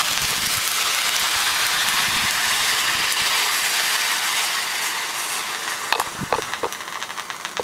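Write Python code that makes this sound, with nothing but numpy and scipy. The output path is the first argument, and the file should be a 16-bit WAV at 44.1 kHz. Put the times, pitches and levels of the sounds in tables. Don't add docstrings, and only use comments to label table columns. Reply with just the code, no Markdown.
import sys
import numpy as np
from scipy import signal
from scipy.io import wavfile
from scipy.ndimage import uniform_filter1d

SR = 44100
rng = np.random.default_rng(int(sys.argv[2]) if len(sys.argv) > 2 else 0)


def file_out(sig):
    cols = np.atleast_2d(sig).T
    lim = np.clip(cols, -1, 1)
    pcm = np.round(lim * 32767).astype(np.int16)
    wavfile.write(sys.argv[1], SR, pcm)


N = 336483

# start_s, level_db, softness_db_per_octave, low_mode_weight_db
TOUCHES = [(0.3263, -18.5, 2, -6), (5.9249, 3, -5, -31), (5.9337, -10, -7, -15), (5.9383, -7, -4, -19),
           (5.95, -5, -4, -9), (5.9553, -9, -3.5, -1), (5.98, -14, -2, -17), (5.989, -17.5, 1, -2),
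           (5.999, -5, 3, -21), (6.0144, -9, 0, -32), (6.0267, -21, -3, -24), (6.0738, -20.5, 10, -18),
           (6.3254, -0.7, 2, -17), (6.3394, -5.5, 1, -27), (6.347, -11, -2.5, -19), (6.3534, -15, 11, -22),
           (6.383, -10.5, 4, -7), (6.3917, -16.5, 6, -9), (6.632, -9.5, 3, -2), (6.643, -10.5, -1.5, -19),
           (6.6527, -11, 1.5, -6), (6.665, -15, 5, -10), (7.5949, -8.5, 3, -6), (7.6061, -22, 9, -2)]


def gain_of(db):
    return 10 ** (np.asarray(db) / 20)


def evened(x):
    return x / np.sqrt(np.mean(x ** 2) + 1e-20)


def read(points, hz):
    f, value = np.transpose(points)
    return np.interp(np.log(hz + 1), np.log(f + 1), value)


def add(mix, s, sound):
    part = mix[round(s * SR):][:len(sound)]
    part += sound[:len(part)]


def bell(x, middle, half_width):
    return np.exp(-((x - middle) / half_width) ** 2)


def band_filtered(x, order, edges, kind):
    return signal.lfilter(*signal.butter(order, edges, kind, fs=SR), x)


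def shaped(x, field_db, size):
    overlap = size * 3 // 4
    hz, t, z = signal.stft(x, SR, nperseg=size, noverlap=overlap)
    z = z * gain_of(field_db(hz[:, None], t))
    return signal.istft(z, SR, nperseg=size, noverlap=overlap)[1][:len(x)]


def drift(shape, sizes):
    z = rng.standard_normal(shape)
    for axis, size in enumerate(sizes):
        z = uniform_filter1d(uniform_filter1d(z, size, axis=axis), size, axis=axis)
    return evened(z)


def ring(modes, soft_db, flip=1):
    hz, mode_db, t60_s = np.transpose(modes)[:, :, None]
    t = np.arange(1800) / SR
    level = gain_of(mode_db - soft_db * np.log2(hz / 1200) - 60 * t / t60_s)
    sign_and_weight = flip ** np.arange(len(modes))[:, None]
    return (sign_and_weight * level * np.sin(2 * np.pi * hz * t)).sum(0)


def wind(lumpy_db=3.5, calm_db=-62.5, air_db=-48.5):
    # pitch_hz, level_db
    rumble_spectrum = [(15, 1), (40, 1), (100, 5.5), (200, 6), (400, -4.5), (800, -51)]
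    # pitch_hz, level_db
    air_spectrum = [(15, -46), (25, -26), (199, 0.5), (264, -5), (357, -2), (469, -2), (650, -10),
                    (840, -21), (1430, -120)]
    # middle_s, half_length_s, level_db
    gust_table = [(0.046, 0.31, -43), (0.368, .2, -40.5), (1.3, 0.79, -52), (2.196, 0.32, -45),
                  (2.9, 0.36, -49), (3.55, 0.19, -57), (6.35, .15, -47)]
    # start_s, level_db, pitch_hz, length_cycles
    low_pulses = [(0.241, -22, 109, 1.2), (0.471, -22, 170, 1.2), (.568, -27, 106, 2.4),
                  (1.359, -32, 80.7, 1), (2.08, -28, 170, 1.9), (2.158, -28, 180, .98),
                  (2.248, -26, 148, 1.2), (2.949, -28, 135, 1.1), (3.217, -28, 128, 0.87),
                  (6.149, -29, 231, 1.1), (6.188, -26, 144, 1.2), (6.207, -21, 182, 3.8),
                  (6.2278, -18.5, 260, 1.2), (6.233, -17.5, 151, 1.2)]
    t = np.arange(N) / SR
    rumble = evened(shaped(rng.standard_normal(N), lambda hz, t: read(rumble_spectrum, hz), size=4096))
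    lumps = drift(N, [900])
    gusts = gain_of(calm_db) + sum(gain_of(db) * bell(t, mid, half) for mid, half, db in gust_table)
    out = rumble * gusts * gain_of(lumpy_db * lumps)
    hum = evened(shaped(rng.standard_normal(N), lambda hz, t: read(air_spectrum, hz), size=2048))
    out += gain_of(air_db) * hum
    for s, db, hz, cycles in low_pulses:
        turns = np.arange(0, cycles, hz / SR)
        add(out, s, gain_of(db) * np.sin(2 * np.pi * turns) * np.sin(np.pi * turns / cycles))
    return out


def jolts(jolt_db=-25, per_soft_db=1.88, jolt_s=.0012):
    out, u = np.zeros(N), np.arange(0, 8, 1 / (jolt_s * SR))
    push = u * np.exp(1 - u) * (1 - u / 2)
    for s, db, soft_db, _ in TOUCHES:
        add(out, s, gain_of(db + jolt_db + per_soft_db * soft_db) * push)
    return out


def knocks(crack_db=-21.0, scrape_db=-13.0, scrape_decay_s=.002, crack_decay_s=.00041):
    # pitch_hz, level_db, t60_s
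    case_modes = [(332, 10, 0.014), (473, 15, 0.033), (625, -10.5, 0.0071), (870, -3, 0.014),
                  (910, 10, 0.018), (1170, 2.5, 0.018), (1660, 1, 0.0056), (2566, -9, 0.029),
                  (3650, -3.5, 0.0048), (4300, -3, 0.0059), (4560, -2.5, 0.0017)]
    out, t = np.zeros(N), np.arange(600) / SR
    noises = rng.standard_normal((len(TOUCHES), 600))
    for (s, db, soft_db, weight_db), noise in zip(TOUCHES, noises):
        touch = (t == 0) + gain_of(scrape_db) * noise * np.exp(-t / scrape_decay_s)
        modes = [(hz, mode_db + weight_db * (hz < 700), t60_s) for hz, mode_db, t60_s in case_modes]
        sound = np.convolve(touch, ring(modes, soft_db, flip=-1.07))
        sound = gain_of(db) * sound / abs(sound).max()
        crack = gain_of(db + crack_db - 2.1 * soft_db) * noise * np.exp(-t / crack_decay_s)
        add(sound, 0, crack)
        add(out, s, sound)
    return out


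def yard(x, wet_db=-3.5, wall_ms=5.3, wall_share=0.34):
    # pitch_hz, t60_s
    decay_times = [(300, 0.79), (1000, 0.1), (3000, 0.17), (8000, 0.14), (16000, 0.15)]
    taps = np.zeros(SR // 2)
    at = np.arange(320, len(taps) - 20, 20)
    taps[at + rng.integers(0, 20, len(at))] = rng.choice([-1., 1.], len(at))
    tail = shaped(taps, lambda hz, t: -60 * t / np.maximum(read(decay_times, hz), .02), size=256)
    slap = wall_share * np.sinc(np.arange(len(tail)) - wall_ms * SR / 1000)
    response = gain_of(wet_db) * tail / np.linalg.norm(tail) + slap
    return signal.fftconvolve(x, response)[:N]


def near_echoes(x, echo_hz=6000, bottom_ms=0.373):
    # time_s, floor_ms, floor_share, can_bottom_share
    moving_paths = [(0, 1.18, .15, 0.064), (.65, 0.92, 0.1, 0.13), (.8, 1.48, 0.16, 0.067),
                    (1.35, 1.18, 0.17, -0.013), (1.7, 1.18, 0.16, -0.14), (2.3, 1.12, 0.28, 0.082),
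                    (3.3, 1, 0.15, 0.19), (3.9, 1.047, 0.15, 0.059), (5.8, 1.064, 0.15, -0.12),
                    (6.4, 1.01, .22, -0.17), (7.63, 0.87, 0.32, -0.2)]
    # delay_ms, pressure_share
    fixed_paths = [(5.85, -0.0084), (6.58, -0.063), (6.8, 0.22), (7.01, -0.15), (7.96, -0.16),
                   (8.12, 0.061), (9.14, 0.0077), (10.41, -0.31), (10.6, 0.03), (12.05, 0.1)]
    s, *columns = np.transpose(moving_paths)
    t = np.arange(N) / SR
    floor_ms, floor_share, bottom_share = (np.interp(t, s, c) for c in columns)
    copies = floor_share * np.interp(t - floor_ms / 1000, t, x)
    copies += bottom_share * np.interp(t - bottom_ms / 1000, t, x)
    for ms, share in fixed_paths:
        copies += share * np.interp(t - ms / 1000, t, x)
    return x + band_filtered(copies, 1, echo_hz, "lowpass")


def pops(small_count=14, small_from_s=5.5, small_db=-28, small_spread_db=1, small_soft_db=6.0, small_spit_db=-21):
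    # start_s, level_db, softness_db_per_octave, spit_db
    pop_table = [(0.125, -10, -12, -3), (0.1761, 3, -5, -31), (0.218, -9, -11, -1), (.268, -19, -7, -20),
                 (.307, -10, -8, -3), (.461, -21, -8, -7.5), (0.538, -14, -1, -8), (.572, -10, -12, -2),
                 (.677, -8, 1, -1), (.685, -15, -1, -12.5), (.717, -9.5, -9, -2), (.948, -3.5, -6, -8),
                 (1.093, -7, -3, -7.5), (1.165, 0, -16, -15), (1.197, -22, -17, 12.5),
                 (1.667, -17, -19, 5.5), (1.887, -5.5, -1, -6), (2.309, -9.5, -7, -2.5),
                 (3.124, -4, -20, -3.5), (5.548, -10, 5, -25), (5.648, -17, 2, -21),
                 (5.678, -10.5, 12, -26), (5.72, -14.5, 16, -24), (5.816, -17.5, 29, -25),
                 (5.998, -6.5, 2, -3.5), (6.422, -8, -3, -17.5), (6.523, -18, 12, -15.5),
                 (6.536, -6, 7, -37), (6.725, -10, -7, -10), (6.749, -16.5, 9, -27), (6.806, -16, 13, -30),
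                 (6.811, -18, 7, -27), (6.879, -14, 10, -29), (6.925, -15, 8, -18), (6.945, -15, .1, -25),
                 (6.956, -15.5, 21, -31), (6.972, -21, 28, -30), (7.017, -15, 4, -24),
                 (7.026, -7.5, 1, -24), (7.093, -18, 9, -18.5), (7.106, -13, 10, -18.5),
                 (7.178, -15, .1, -29), (7.186, -15.5, 18, -23), (7.197, -10, 3, -15), (7.302, -9, 6, -42),
                 (7.345, -25, 28, -24), (7.399, -23, 17, -27), (7.45, -6.5, 4, -26), (7.57, -6, 1, -35)]
    # pitch_hz, level_db, t60_s
    can_modes = [(1127, -10.5, 0.013), (1840, 6, 0.0071), (2830, 13, 0.002), (3650, 3, 0.0059),
                 (5000, 8, 0.0017), (6020, 4, 0.0031)]
    out, t = np.zeros(N), np.arange(1800) / SR
    small = [(small_from_s + u * (N / SR - small_from_s),
              small_db + small_spread_db * (2 * v - 1),
              small_soft_db * (4 * w - .5),
              small_spit_db) for u, v, w in rng.random((small_count, 3))]
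    bursts = small + pop_table
    noises = rng.standard_normal((len(bursts), 1800))
    spits = evened(band_filtered(noises, 2, [5500, 12500], "bandpass"))
    fade = np.exp(-t / .0013)
    for (s, db, soft_db, spit_db), spit in zip(bursts, spits):
        swing = band_filtered(ring(can_modes, soft_db), 3, [750, 7800], "bandpass")
        swing = swing / abs(swing).max()
        add(out, s, gain_of(db) * (swing + gain_of(spit_db) * spit * fade))
    return out


def jet(patchy_db=1.0, flicker_db=0.41, sputter_db=0.63, band_db=0.9, spread_db=5.5, per_s=1500, flare_body=.25):
    # time_s, level_db, treble_offset_db
    burn = [(0, -15, 0.5), (.35, -17.5, 1), (.7, -19, 2.5), (.85, -15.5, -1), (1.9, -14, -3),
            (2.76, -14, -2), (2.87, -14.5, -5), (3.3, -14.5, -3), (3.6, -15, -0.5), (4.15, -14.5, -2),
            (4.6, -16, -3), (5.1, -19, -2.5), (5.5, -19, -2), (5.85, -19, 0), (6.05, -20, -1),
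            (6.5, -21.5, -0.5), (6.75, -25.5, 0), (7.63, -29.5, -0.5)]
    # time_s, level_db
    crackle = [(0, -5), (2, -13), (4, -11), (5.5, -9), (6.5, -11), (7.63, 1.5)]
    # time_s, stage (0 above the can, 1 inside, 2 dying)
    flame_stage = [(0.7, 0.02), (1.5, 0.53), (2.3, 0.78), (3.2, 0.42), (4.6, 1.05), (5.6, 1.49),
                   (6.3, 2.18)]
    # pitch_hz, level_db
    hiss_above = [(150, -45), (250, -14.5), (564, -7), (841, -4.5), (982, -1.5), (1050, 2), (1340, -0.5),
                  (1620, 1), (2980, -1), (3420, 2), (11500, -9.5), (15700, -17.5)]
    # pitch_hz, level_db
    hiss_inside = [(150, -52), (250, -18), (443, -9), (564, -16.5), (707, -4), (855, -5), (933, -2.5),
                   (1410, -3), (1860, -3.5), (2500, -3), (4750, -5.5), (5460, -6), (10500, -9),
                   (13900, -15.5), (15700, -26)]
    # pitch_hz, level_db
    hiss_dying = [(150, -44), (250, -9), (372, -4), (812, -6.5), (1170, -1.5), (1300, -3.5), (1740, -6.5),
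                  (2260, -7.5), (2730, -8.5), (5180, -13), (5750, -10), (10400, -15.5), (15700, -31)]
    # pitch_hz, width_hz, rise_db
    sunk_peaks = [(1080, 59, 4.5), (1854, 260, 4), (3680, 140, 2.5), (4720, 125, 3.5)]
    # pitch_hz, width_hz, rise_db
    open_peaks = [(1300, 104, 4), (2900, 190, 3)]
    # middle_s, half_length_s, treble_rise_db
    flares = [(0.21, 0.024, 2), (0.466, 0.0071, 10), (.55, .03, 2.5), (1.892, 0.0084, 7),
              (1.95, 0.017, 1.5), (3.545, 0.027, 3), (4.448, 0.032, 3.5), (4.86, 0.042, 5.5),
              (5.2, 0.043, 7.5), (5.338, 0.073, 7.5), (5.704, 0.012, 5)]
    s, burn_db, treble_db = np.transpose(burn)
    t = np.arange(N) / SR
    struck = rng.random(N) < per_s / SR
    bursts = gain_of(spread_db * np.minimum(rng.exponential(1, N), 3)) * struck
    bursts = evened(bursts * rng.standard_normal(N)) * gain_of(np.interp(t, *np.transpose(crackle)))

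    def field_db(hz, at):
        sunk = np.clip(np.interp(at, *np.transpose(flame_stage)), 0, 2)
        stages = enumerate([hiss_above, hiss_inside, hiss_dying])
        colour_db = sum(np.clip(1 - abs(sunk - k), 0, 1) * read(stage, hz) for k, stage in stages)
        high = np.clip(np.log2((hz + 1) / 4200), 0, 1)
        level_db = np.interp(at, s, burn_db) + high * np.interp(at, s, treble_db)
        flare_db = sum(db * bell(at, mid, half) for mid, half, db in flares)
        level_db += (flare_body + (1 - flare_body) * high) * flare_db
        sputter = drift((len(at), 2), (7,)).T
        level_db += sputter_db * (sputter[0] + high * sputter[1])
        patches = drift((len(at), len(hz)), (6, 5)).T
        flicker = drift((len(at), len(hz)), (4, 120)).T
        bands_db = band_db * drift((len(at), len(hz)), (70, 3)).T
        bands_db += np.minimum(1.4 * sunk, 1) * sum(db * bell(hz, f, w) for f, w, db in sunk_peaks)
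        bands_db += np.clip(1 - 1.1 * sunk, 0, 1) * sum(db * bell(hz, f, w) for f, w, db in open_peaks)
        return colour_db + level_db + bands_db + patchy_db * patches + flicker_db * flicker
    return shaped(rng.standard_normal(N) + bursts, field_db, size=512)


def scene():
    bursts = pops()
    fire = near_echoes(jet() + bursts) + yard(bursts)
    mono = band_filtered(fire + knocks(), 3, 300, "highpass") + jolts() + wind()
    mono += gain_of(-53) * np.diff(rng.standard_normal(N + 1))
    return np.array([mono, mono])


def record(dry, threshold_db=-9.0, recovery_db_per_s=160.0, clip_level=.68, edge_hz=15720):
    peak_db = 20 * np.log10(abs(dry[0]) + 1e-9)
    fall_db = np.arange(N) * recovery_db_per_s / SR
    held_db = np.maximum.accumulate(peak_db + fall_db) - fall_db
    over_db = np.maximum(held_db - threshold_db, 0)
    late_db = signal.lfilter([.015], [1, -.985], over_db)
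    limited = np.clip(dry / gain_of(.6 * late_db), -clip_level, clip_level)
    lowpass = signal.firwin(511, edge_hz, window=("kaiser", 9), fs=SR)
    return signal.oaconvolve(limited, lowpass[None], "same")


dry = scene()
out = record(dry)
file_out(out)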